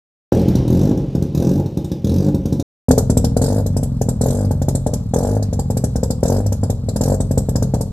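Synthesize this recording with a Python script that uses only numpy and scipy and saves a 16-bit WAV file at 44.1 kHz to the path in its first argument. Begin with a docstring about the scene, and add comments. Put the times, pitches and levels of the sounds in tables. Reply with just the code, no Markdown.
"""A lumpy idle: sharp pops over a low thud, with a short surge about once a second, first in a street, then close by.
It is a turbocharged flat-four, heard a few steps away in mono, then in stereo by the tailpipe in a driveway.
The engine coasts on weak strokes, fires a lone pop every few strokes, and catches in surges where all fire.
Each stroke is a pressure pulse that echoes in the exhaust pipe and drives a puff of hissing gas out of the tip.
A drone follows the crank; rasp, reverberation and quiet background noise surround the strokes."""
import sys
import numpy as np
from scipy import signal
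from scipy.fft import rfft, irfft, next_fast_len
from scipy.io import wavfile
from scipy.ndimage import uniform_filter1d, map_coordinates

SR = 44100
rng = np.random.default_rng(int(sys.argv[2]) if len(sys.argv) > 2 else 0)


def generate_wav(sig):
    """Save sig (samples, or channels by samples) to the path in sys.argv[1] as 16-bit PCM at SR."""
    pcm = np.round(np.clip(np.atleast_2d(sig).T, -1, 1) * 32767).astype(np.int16)
    wavfile.write(sys.argv[1], SR, pcm)


N = 349272

# when each place is heard: (start [s], end [s])
STREET_SPAN = (.319, 2.627)
DRIVEWAY_SPAN = (2.884, 8.0)
# surges, in which every cylinder fires:
# (start [s], end [s], firings [count], thump [dB], bark [dB re thump], hiss [dB])
SURGES = [(0.322, 0.414, 5, -7.5, -15, -40), (0.677, 0.911, 12, -6.5, -17.5, -38.5),
          (1.3474, 1.596, 12, -7.5, -17.5, -38), (2.0437, 2.283, 12, -8, -18, -38),
          (3.4147, 3.5996, 10, -8.5, -4, -29), (4.2107, 4.446, 12, -8.5, -7.5, -28.5),
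          (5.1367, 5.367, 12, -9.5, -5, -29.5), (6.23, 6.4026, 9, -7.5, -4, -29.5),
          (7.009, 7.14, 7, -8.5, -6.5, -28.5)]
# relative spectrum of the turbulence in the pulse: (frequency [Hz], level [dB])
RASP_SPECTRUM = [(200, -47.5), (420, 8), (600, -3.5), (850, -3.5), (1150, -21), (1700, -20), (2100, -45),
                 (4000, -56)]
SAG_RATE, FULL_RATE = 39.5, 57  # strokes a second: at its slowest, and where steady firing would take it
SUCTION_HZ = 90  # corner of the phase turn that leaves suction behind each pulse


def amp(db):
    """Decibels to a linear factor."""
    return 10 ** (np.asarray(db) / 20)


def unit(x):
    """x scaled to an rms of 1."""
    return x / np.sqrt(np.mean(x ** 2) + 1e-20)


def along(points, hz):
    """Read a curve of (frequency, value) points on a log frequency axis."""
    f, v = np.transpose(points)
    return np.interp(np.log(hz + 1), np.log(f + 1), v)


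def filtered(x, response):
    """x times a complex response of frequency."""
    m = next_fast_len(N + SR // 2)
    return irfft(rfft(x, m) * response(np.fft.rfftfreq(m, 1 / SR)), m)[..., :N]


def causal(db):
    """Minimum-phase pulses: the promptest ones that have these spectra."""
    cepstrum = irfft(db * np.log(10) / 20)
    half = cepstrum.shape[-1] // 2
    cepstrum[..., 1:half] *= 2
    cepstrum[..., half + 1:] = 0
    return irfft(np.exp(rfft(cepstrum)))


def placed(times, shapes):
    """Mix one row of shapes in at each time."""
    index = np.round(times * SR).astype(int)[:, None] + np.arange(shapes.shape[1])
    return np.bincount(index.ravel(), shapes.ravel(), N)[:N]


def during(span, fade=0.0021):
    """Gate: 1 inside the span, 0 outside, with short linear fades [s]."""
    t = np.arange(N) / SR
    return np.clip(np.minimum(t - span[0], span[1] - t) / fade, 0, 1)


def wobble(rate):
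    """A smooth random curve, rate knots a second."""
    knots = rng.standard_normal(int(N * rate / SR) + 4)
    return map_coordinates(knots, [np.arange(N) * rate / SR])


def noise(spectrum, apart, patchy_db):
    """Stereo noise of rms 1 whose colour shifts from moment to moment; apart sets the width."""
    z = signal.stft(rng.standard_normal((2, N)), nperseg=512)[2]
    field = rng.standard_normal(z.shape[1:])
    field = uniform_filter1d(field, size=9, axis=0)  # smooth over frequency
    field = uniform_filter1d(field, size=6, axis=1)  # smooth over time
    pair = signal.istft(z * amp(patchy_db * unit(field)), nperseg=512)[1][:, :N]
    mid, side = filtered(pair, lambda hz: amp(along(spectrum, hz)))
    return unit(np.array([mid + apart * side, mid - apart * side]))


def crank_speed(t):
    """Strokes a second: the crank spins up during each surge, then sags until the next one catches it."""
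    spin_up_s, spin_down_power = 0.194, 1.1  # time constant of the climb; curvature of the fall
    speed = np.full(len(t), float(SAG_RATE))
    catches = [surge[0] for surge in SURGES] + [STREET_SPAN[1], DRIVEWAY_SPAN[1]]
    for start, end, *_ in SURGES:
        catch = min(s for s in catches if s > end)
        climb = 1 - np.exp(-np.clip(t - start, 0, end - start) / spin_up_s)
        sag = np.clip((catch - t) / (catch - end), 0, 1) ** spin_down_power
        speed += (FULL_RATE - SAG_RATE) * climb * sag
    return speed


def crank_turn(start, end, size=64):
    """A grid of times and the strokes completed by each of them."""
    t = np.linspace(start, end, size)
    return t, np.append(0, np.cumsum(crank_speed(t[1:]) * np.diff(t)))


def coast_level(t):
    """Thump of an unfired stroke in dB: a faster crank pumps harder."""
    # level with the crank at its slowest: (time [s], level [dB])
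    slowest = [(.3, -17), (.6, -11), (1.3, -28), (2.6, -29), (2.9, -8), (3.9, -11.5), (7.9, -14)]
    db_per_rate = 0.1  # dB for each extra stroke a second
    return np.interp(t, *np.transpose(slowest)) + db_per_rate * (crank_speed(t) - SAG_RATE)


def firings(span, pop_bark_db, kick_db, sharpen_db_per_s, fade_db_per_s, scatter_db):
    """Fired strokes (s, thump, bark, hiss dB): lone pops, and surges that kick in, sharpen and lose hiss.

    The puffs of a surge fade as the turbine smooths them."""
    # lone pops between the surges: (time [s], thump [dB], hiss [dB])
    pops = [(0.4811, -2, -35), (0.5524, -3, -34), (0.9731, -6.5, -45), (1.1501, -4, -41.5),
            (1.222, -6.5, -38.5), (1.6585, -13.5, -46), (1.7713, -7, -41), (1.8436, -13.5, -40.5),
            (1.9154, -8, -37.5), (2.344, -4.5, -39.5), (2.4549, -7, -38.5), (2.5239, -4.5, -37.5),
            (2.5958, -7, -35), (2.8842, -0.5, -34), (2.9082, 1.5, -20.5), (2.978, -1, -20),
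            (3.0977, 1.5, -27), (3.17, 1.5, -22.5), (3.2425, -2, -24.5), (3.3663, -2, -28),
            (3.661, -7, -32), (3.7656, -3, -31), (3.8295, -5.5, -29.5), (4.0134, -4.5, -30),
            (4.0862, -3, -27.5), (4.5087, -3.5, -33.5), (4.6168, -5, -35.5), (4.6832, -3, -28),
            (4.7498, -4.5, -28.5), (4.864, -4, -31.5), (4.934, -7, -28.5), (5.424, -9.5, -33.5),
            (5.528, -7, -34.5), (5.5913, -6.5, -31.5), (5.7014, -4.5, -32), (5.7688, -4.5, -29),
            (5.8387, -2.5, -27), (5.9565, -3.5, -32), (6.0308, -2.5, -29), (6.1035, -4, -28.5),
            (6.4614, -9, -34.5), (6.5216, -7, -29.5), (6.6316, -4, -34.5), (6.6983, -4.5, -30),
            (6.8858, -7.5, -31.5), (6.9597, -5.5, -29), (7.2028, -3.5, -31), (7.3096, -3.5, -33),
            (7.3751, -0.5, -27), (7.487, -4, -33.5), (7.5554, -2, -28.5), (7.6234, -3.5, -30),
            (7.738, -2.5, -31.5), (7.808, -6, -30)]
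    # firings that burn harder than the rest and crack: (time [s], extra bark [dB])
    cracks = [(.323, 10), (1.43, 7.5), (2.908, 5), (2.978, 4.5), (3.366, 4), (4.26, 9.5), (4.864, 4.5),
              (5.25, 7), (5.366, 4), (6.402, 3), (7.119, 6.5), (7.738, 2.5)]
    kick_s = 0.054  # decay constant of the harder start of a surge
    rows = [(s, thump_db, pop_bark_db, hiss_db) for s, thump_db, hiss_db in pops]
    for start, end, count, *levels in SURGES:
        t, crank = crank_turn(start, end)
        s = np.interp(np.linspace(0, crank[-1], count), crank, t)
        age = s - start
        kick = kick_db * np.exp(-age / kick_s)
        trend = np.column_stack([kick, sharpen_db_per_s * age, -fade_db_per_s * age])
        scatter = scatter_db * np.tanh(rng.standard_normal(trend.shape))
        rows += map(tuple, np.column_stack([s, levels + trend + scatter]))
    rows = np.array(sorted(rows))
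    for s, extra_db in cracks:
        nearest = np.abs(rows[:, 0] - s).argmin()
        rows[nearest, 2] += extra_db
    return rows[(rows[:, 0] > span[0] - .1) & (rows[:, 0] < span[1])]


def strokes(fired, span, coast_bark_db, coast_hiss_db, scatter_db, jitter):
    """Every stroke as (s, thump, bark, hiss dB): weak unfired strokes fill the gaps between the firings."""
    # unequal headers, one row a cylinder: (lateness [strokes], level [dB])
    cylinders = [(-0.009, 3), (0.068, -1.5), (-0.0025, 1.5), (-0.066, -3)]
    rows, turn = list(fired), 0
    for a, b in zip(fired[:, 0], [*fired[1:, 0], span[1]]):
        t, crank = crank_turn(a, b)
        count = max(1, round(crank[-1]))
        for k in range(1, count):
            late, cylinder_db = cylinders[(turn + k) % len(cylinders)]
            chance = rng.standard_normal(size=4)
            s = np.interp((k + late) / count * crank[-1], crank, t) + jitter * chance[0]
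            thump_db = coast_level(np.array([s]))[0] + cylinder_db
            levels = np.array([thump_db, coast_bark_db, coast_hiss_db])
            rows.append([s, *(levels + scatter_db * np.tanh(chance[1:]))])
        turn += count
    return np.array(rows)


def pulses(rows, spectrum, usual_bark_db, size=4096):
    """One pressure pulse a stroke; a harder burn has a steeper front."""
    # a sharper burn lifts the mids: (frequency [Hz], lift [dB per dB of bark])
    bark_lift = [(200, 0.045), (450, 1.11), (900, 1.8), (2000, 0.51)]
    s, thump_db, bark_db, _ = rows.T
    hz = np.fft.rfftfreq(size, 1 / SR)
    body = along(spectrum, hz)
    shapes = causal(body + np.outer(bark_db - usual_bark_db, along(bark_lift, hz)))
    return placed(s, shapes * amp(thump_db)[:, None] / np.abs(causal(body)).max())


def drone(times, db):
    """Smooth low orders of the pumping pistons, which follow the crank as it sags and picks up."""
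    # sine partials: (multiple of the stroke rate [ratio], level [dB])
    partials = [(1, -10), (2, -8.5), (3, -11), (4, -36), (5, -27.5), (6, -26.5)]
    t = np.arange(N) / SR
    crank = np.interp(t, np.sort(times), np.arange(len(times)))  # strokes so far
    crank = uniform_filter1d(crank, size=3000)
    orders = sum(amp(level) * np.sin(2 * np.pi * k * crank) for k, level in partials)
    # the silencer cancels a narrow band
    orders = filtered(orders, lambda hz: amp(-12 * np.exp(-((hz - 153) / 11) ** 2)))
    level_db = db + coast_level(t) + .7 * wobble(12)
    return orders * amp(level_db) * during((times.min(), times.max() + .02))


def pipe(x, modes, trip, echo, dull_hz, suck_hz):
    """Pulses run up and down the exhaust, duller each time, ring its resonances and leave suction behind."""
    def bounce(f):
        return 1 / (1 - echo * np.exp(-2j * np.pi * f * trip) / (1 + 1j * f / dull_hz))

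    def ring(f):
        return 1 + sum(amp(db) * 1j * f * w / (c * c - f * f + 1j * f * w) for c, w, db in modes)

    def suction(f):
        return (1j * f - suck_hz) / (1j * f + suck_hz)

    return filtered(x, lambda f: bounce(f) * ring(f) * suction(f))


def puffs(times, db, rise, fall):
    """Envelope of the gas flow: each stroke swells and dies away, and overlaps add in power."""
    t = np.arange(SR // 8) / SR
    shape = (1 - np.exp(-(t / rise) ** 2)) * np.exp(-t / fall)
    return np.sqrt(placed(times, np.outer(amp(db), shape / shape.max()) ** 2))


def rasp_noise(rows, db, rise, fall, apart):
    """Turbulence in the pulse: coloured noise that follows the thump and bark of each stroke."""
    s, thump_db, bark_db, _ = rows.T
    return puffs(s, thump_db + bark_db + db, rise, fall) * noise(RASP_SPECTRUM, apart, patchy_db=2.5)


def gas_flow(rows, db, rise, fall, sputter_db):
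    """Strength of the hiss: one sputtering puff a stroke, in surges as elsewhere."""
    sputter = unit(amp(sputter_db * wobble(700)))
    return puffs(rows[:, 0], rows[:, 3] + db, rise, fall) * sputter


def reverb(x, t60, count=16):
    """A diffuse stereo tail, built from count successive random tails, so no single tail colours the whole."""
    out, size = np.zeros((2, N + SR)), N // count + 1
    for start in range(0, N, size):
        hz, t, z = signal.stft(rng.standard_normal((2, SR // 2)), SR, nperseg=256)
        decay = amp(-60 * t / along(t60, hz)[:, None])
        tail = signal.istft(z * decay, SR, nperseg=256)[1]
        tail[:, :SR // 200] = 0  # 5 ms before the first reflections
        tail = unit(tail) / np.sqrt(tail.shape[1])
        wet = signal.fftconvolve(x[:, start:start + size], tail, axes=1)
        out[:, start:start + wet.shape[1]] += wet
    return out[:, :N]


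def street_background():
    """Coloured air noise and a thin sine whine of constant pitch, fading together, fastest at first."""
    # relative spectrum of the air: (frequency [Hz], level [dB])
    air_spectrum = [(20, 6), (100, 2), (700, 16.5), (1500, -2), (2800, 2.5), (5500, -1), (9000, -15),
                    (13500, -20), (14400, -46.5)]
    t = np.arange(N) / SR
    whine = amp(-17.5) * np.sin(2 * np.pi * 2998 * t)
    air = noise(air_spectrum, 0, patchy_db=1.5)
    return (air + whine) * amp(np.interp(t, [.4, 1.2, 2.6], [-39, -50, -53]))


def street():
    """The car a few steps away between buildings, in mono: pipe boom, rasp, hiss, walls and background."""
    # relative spectrum of one pressure pulse: (frequency [Hz], level [dB])
    pulse_spectrum = [(15, -64), (30, -43.5), (45, -8), (80, 3), (130, 4.5), (220, 1.5), (320, -1),
                      (430, -5.5), (550, -11), (680, -22), (850, -31.5), (1200, -54.5), (2500, -49.5),
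                      (6000, -93)]
    # resonances of silencer and surroundings: (frequency [Hz], width [Hz], level [dB])
    modes = [(144.8, 5.3, -3.5), (298.2, 10.5, -0.5), (345.5, 12, -5.5), (544.3, 15.6, 6), (813, 13, 17)]
    # relative spectrum of the gas leaving the tip: (frequency [Hz], level [dB])
    hiss_spectrum = [(500, -27.5), (900, 4), (1400, -9), (2000, -19), (2600, -5), (3100, -12), (3700, 2.5),
                     (4600, -3.5), (5800, 4.5), (7000, -4), (10000, -9), (12500, -6.5), (13900, -1),
                     (14400, -50.5)]
    # reverberation between the buildings: (frequency [Hz], time to fall 60 dB [s])
    wall_t60 = [(100, 0.63), (500, 0.52), (3000, 0.31), (12000, 0.23)]
    fired = firings(STREET_SPAN, pop_bark_db=-17, kick_db=2.1, sharpen_db_per_s=7.5,
                    fade_db_per_s=30, scatter_db=1.7)
    rows = strokes(fired, STREET_SPAN, coast_bark_db=-14.5, coast_hiss_db=-62, scatter_db=1.0, jitter=0.0005)
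    pressure = pulses(rows, pulse_spectrum, usual_bark_db=-11.5) + drone(rows[:, 0], db=-9.0)
    boom = amp(1.5) * pipe(pressure, modes, trip=0.032, echo=0.17, dull_hz=900, suck_hz=SUCTION_HZ)
    rasp = rasp_noise(rows, db=-8.5, rise=0.0032, fall=0.012, apart=0)
    flow = gas_flow(rows, db=3.5, rise=0.003, fall=0.0053, sputter_db=-0.3)
    hiss = flow * noise(hiss_spectrum, 0, patchy_db=2.5)
    direct = boom + rasp + hiss
    walls = reverb(amp(-4.0) * boom + amp(-4.5) * (rasp + hiss), wall_t60)
    return (direct + walls + street_background())[0] * during(STREET_SPAN)


def bay_whirr():
    """Steady whirr of the engine bay, as quiet coloured noise."""
    # relative spectrum: (frequency [Hz], level [dB])
    whirr_spectrum = [(100, 5), (400, 17), (1200, 8), (2200, -18), (4000, 2), (5700, -4), (7200, -9),
                      (10500, -28), (12500, -39), (14000, -40)]
    return amp(-50) * noise(whirr_spectrum, 0.24, patchy_db=1.6)


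def tip_eddies():
    """Low buffeting of eddies off the tip, as noise centred on the bass."""
    # relative spectrum: (frequency [Hz], level [dB])
    eddy_spectrum = [(10, -9), (22, -2), (40, 6), (65, 24), (110, -27), (300, -40)]
    return amp(-33.5) * noise(eddy_spectrum, .2, patchy_db=1.5)


def beside_pipe(near):
    """The sound reaches the left port first, and the balance of the ports varies with frequency."""
    # balance: (frequency [Hz], left minus right [dB])
    tilt = [(150, 0.33), (300, 1), (520, 4), (1000, -1.5), (2000, 0), (4500, -2.5), (8000, -1.3),
            (13000, 0.3)]
    lag, sides = 9e-5, np.array([[.5], [-.5]])  # s between the ports; half the difference to each
    return filtered(near, lambda hz: amp(sides * along(tilt, hz)) * np.exp(2j * np.pi * hz * lag * sides))


def driveway():
    """The tailpipe at arm's length by a wooden fence, in stereo: boom, rasp, hiss, reflections, whirr, eddies."""
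    # relative spectrum of one pressure pulse: (frequency [Hz], level [dB])
    pulse_spectrum = [(15, -37), (30, -57.5), (45, -5), (75, 3.5), (110, -1.5), (180, -2), (260, -2.5),
                      (340, -17.5), (470, -6.5), (600, -8.5), (820, -20), (1150, -42), (2200, -50),
                      (6000, -81)]
    # resonances of silencer and surroundings: (frequency [Hz], width [Hz], level [dB])
    modes = [(107, 9.7, 4), (127, 6.2, -7.5), (248.8, 5.4, 0.5), (449.7, 20, -3.5), (523, 24, -6.5)]
    # relative spectrum of the gas leaving the tip: (frequency [Hz], level [dB])
    hiss_spectrum = [(600, -37), (1300, -10), (2000, -20.5), (2900, -20), (3800, -9.5), (5200, -3),
                     (6600, -2), (7400, 4.5), (9000, -3), (10400, -8), (11700, -3.5), (12900, -8),
                     (13500, -36), (14400, -50)]
    # reverberation by the fence: (frequency [Hz], time to fall 60 dB [s])
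    fence_t60 = [(100, 0.39), (500, 0.52), (3000, 0.36), (12000, 0.2)]
    fired = firings(DRIVEWAY_SPAN, pop_bark_db=-7.0, kick_db=4.5, sharpen_db_per_s=1.5,
                    fade_db_per_s=60, scatter_db=2.5)
    rows = strokes(fired, DRIVEWAY_SPAN, coast_bark_db=-24.0, coast_hiss_db=-58.5,
                   scatter_db=4.0, jitter=0.00058)
    pressure = pulses(rows, pulse_spectrum, usual_bark_db=-4.0) + drone(rows[:, 0], db=-7)
    boom = amp(-0.5) * pipe(pressure, modes, trip=.0298, echo=0.34, dull_hz=1400, suck_hz=SUCTION_HZ)
    rasp = rasp_noise(rows, db=-13.0, rise=0.0011, fall=0.012, apart=0.31)
    flow = gas_flow(rows, db=3.0, rise=0.0043, fall=0.0094, sputter_db=0.5)
    hiss = flow * noise(hiss_spectrum, 0.79, patchy_db=3.4)
    wet = reverb(amp(-12.5) * (boom + rasp) + amp(-11.5) * hiss, fence_t60)
    # long waves reach both ports alike
    wet[1] += filtered(wet[0] - wet[1], lambda hz: 1 / (1 + (hz / 600) ** 2))
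    near = boom + rasp + hiss + wet + bay_whirr() + tip_eddies()
    near = filtered(near, lambda hz: 1 / np.sqrt(1 + (hz / 13300) ** 70))  # steep treble limit
    return beside_pipe(near) * during(DRIVEWAY_SPAN)


def opening_boom(start=2.885, hz=258, db=-3, rise=0.013, fall=0.04):
    """The first close pop sets off a hollow boom: a sine that swells and dies away."""
    t = np.maximum(np.arange(N) / SR - start, 0)
    return amp(db) * np.sin(2 * np.pi * hz * t) * (1 - np.exp(-t / rise)) * np.exp(-t / fall)


def scene():
    """The street, then the driveway with its opening boom."""
    return street() + driveway() + opening_boom()


def record(dry):
    """Soft saturation rounds off the highest peaks; a steep low-pass then sets the band limit."""
    top_hz = 14000
    rounded = dry / (1 + np.abs(dry) ** 8) ** (1 / 8)
    return filtered(rounded, lambda hz: 1 / np.sqrt(1 + (hz / top_hz) ** 120))


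dry = scene()
out = record(dry)
generate_wav(out)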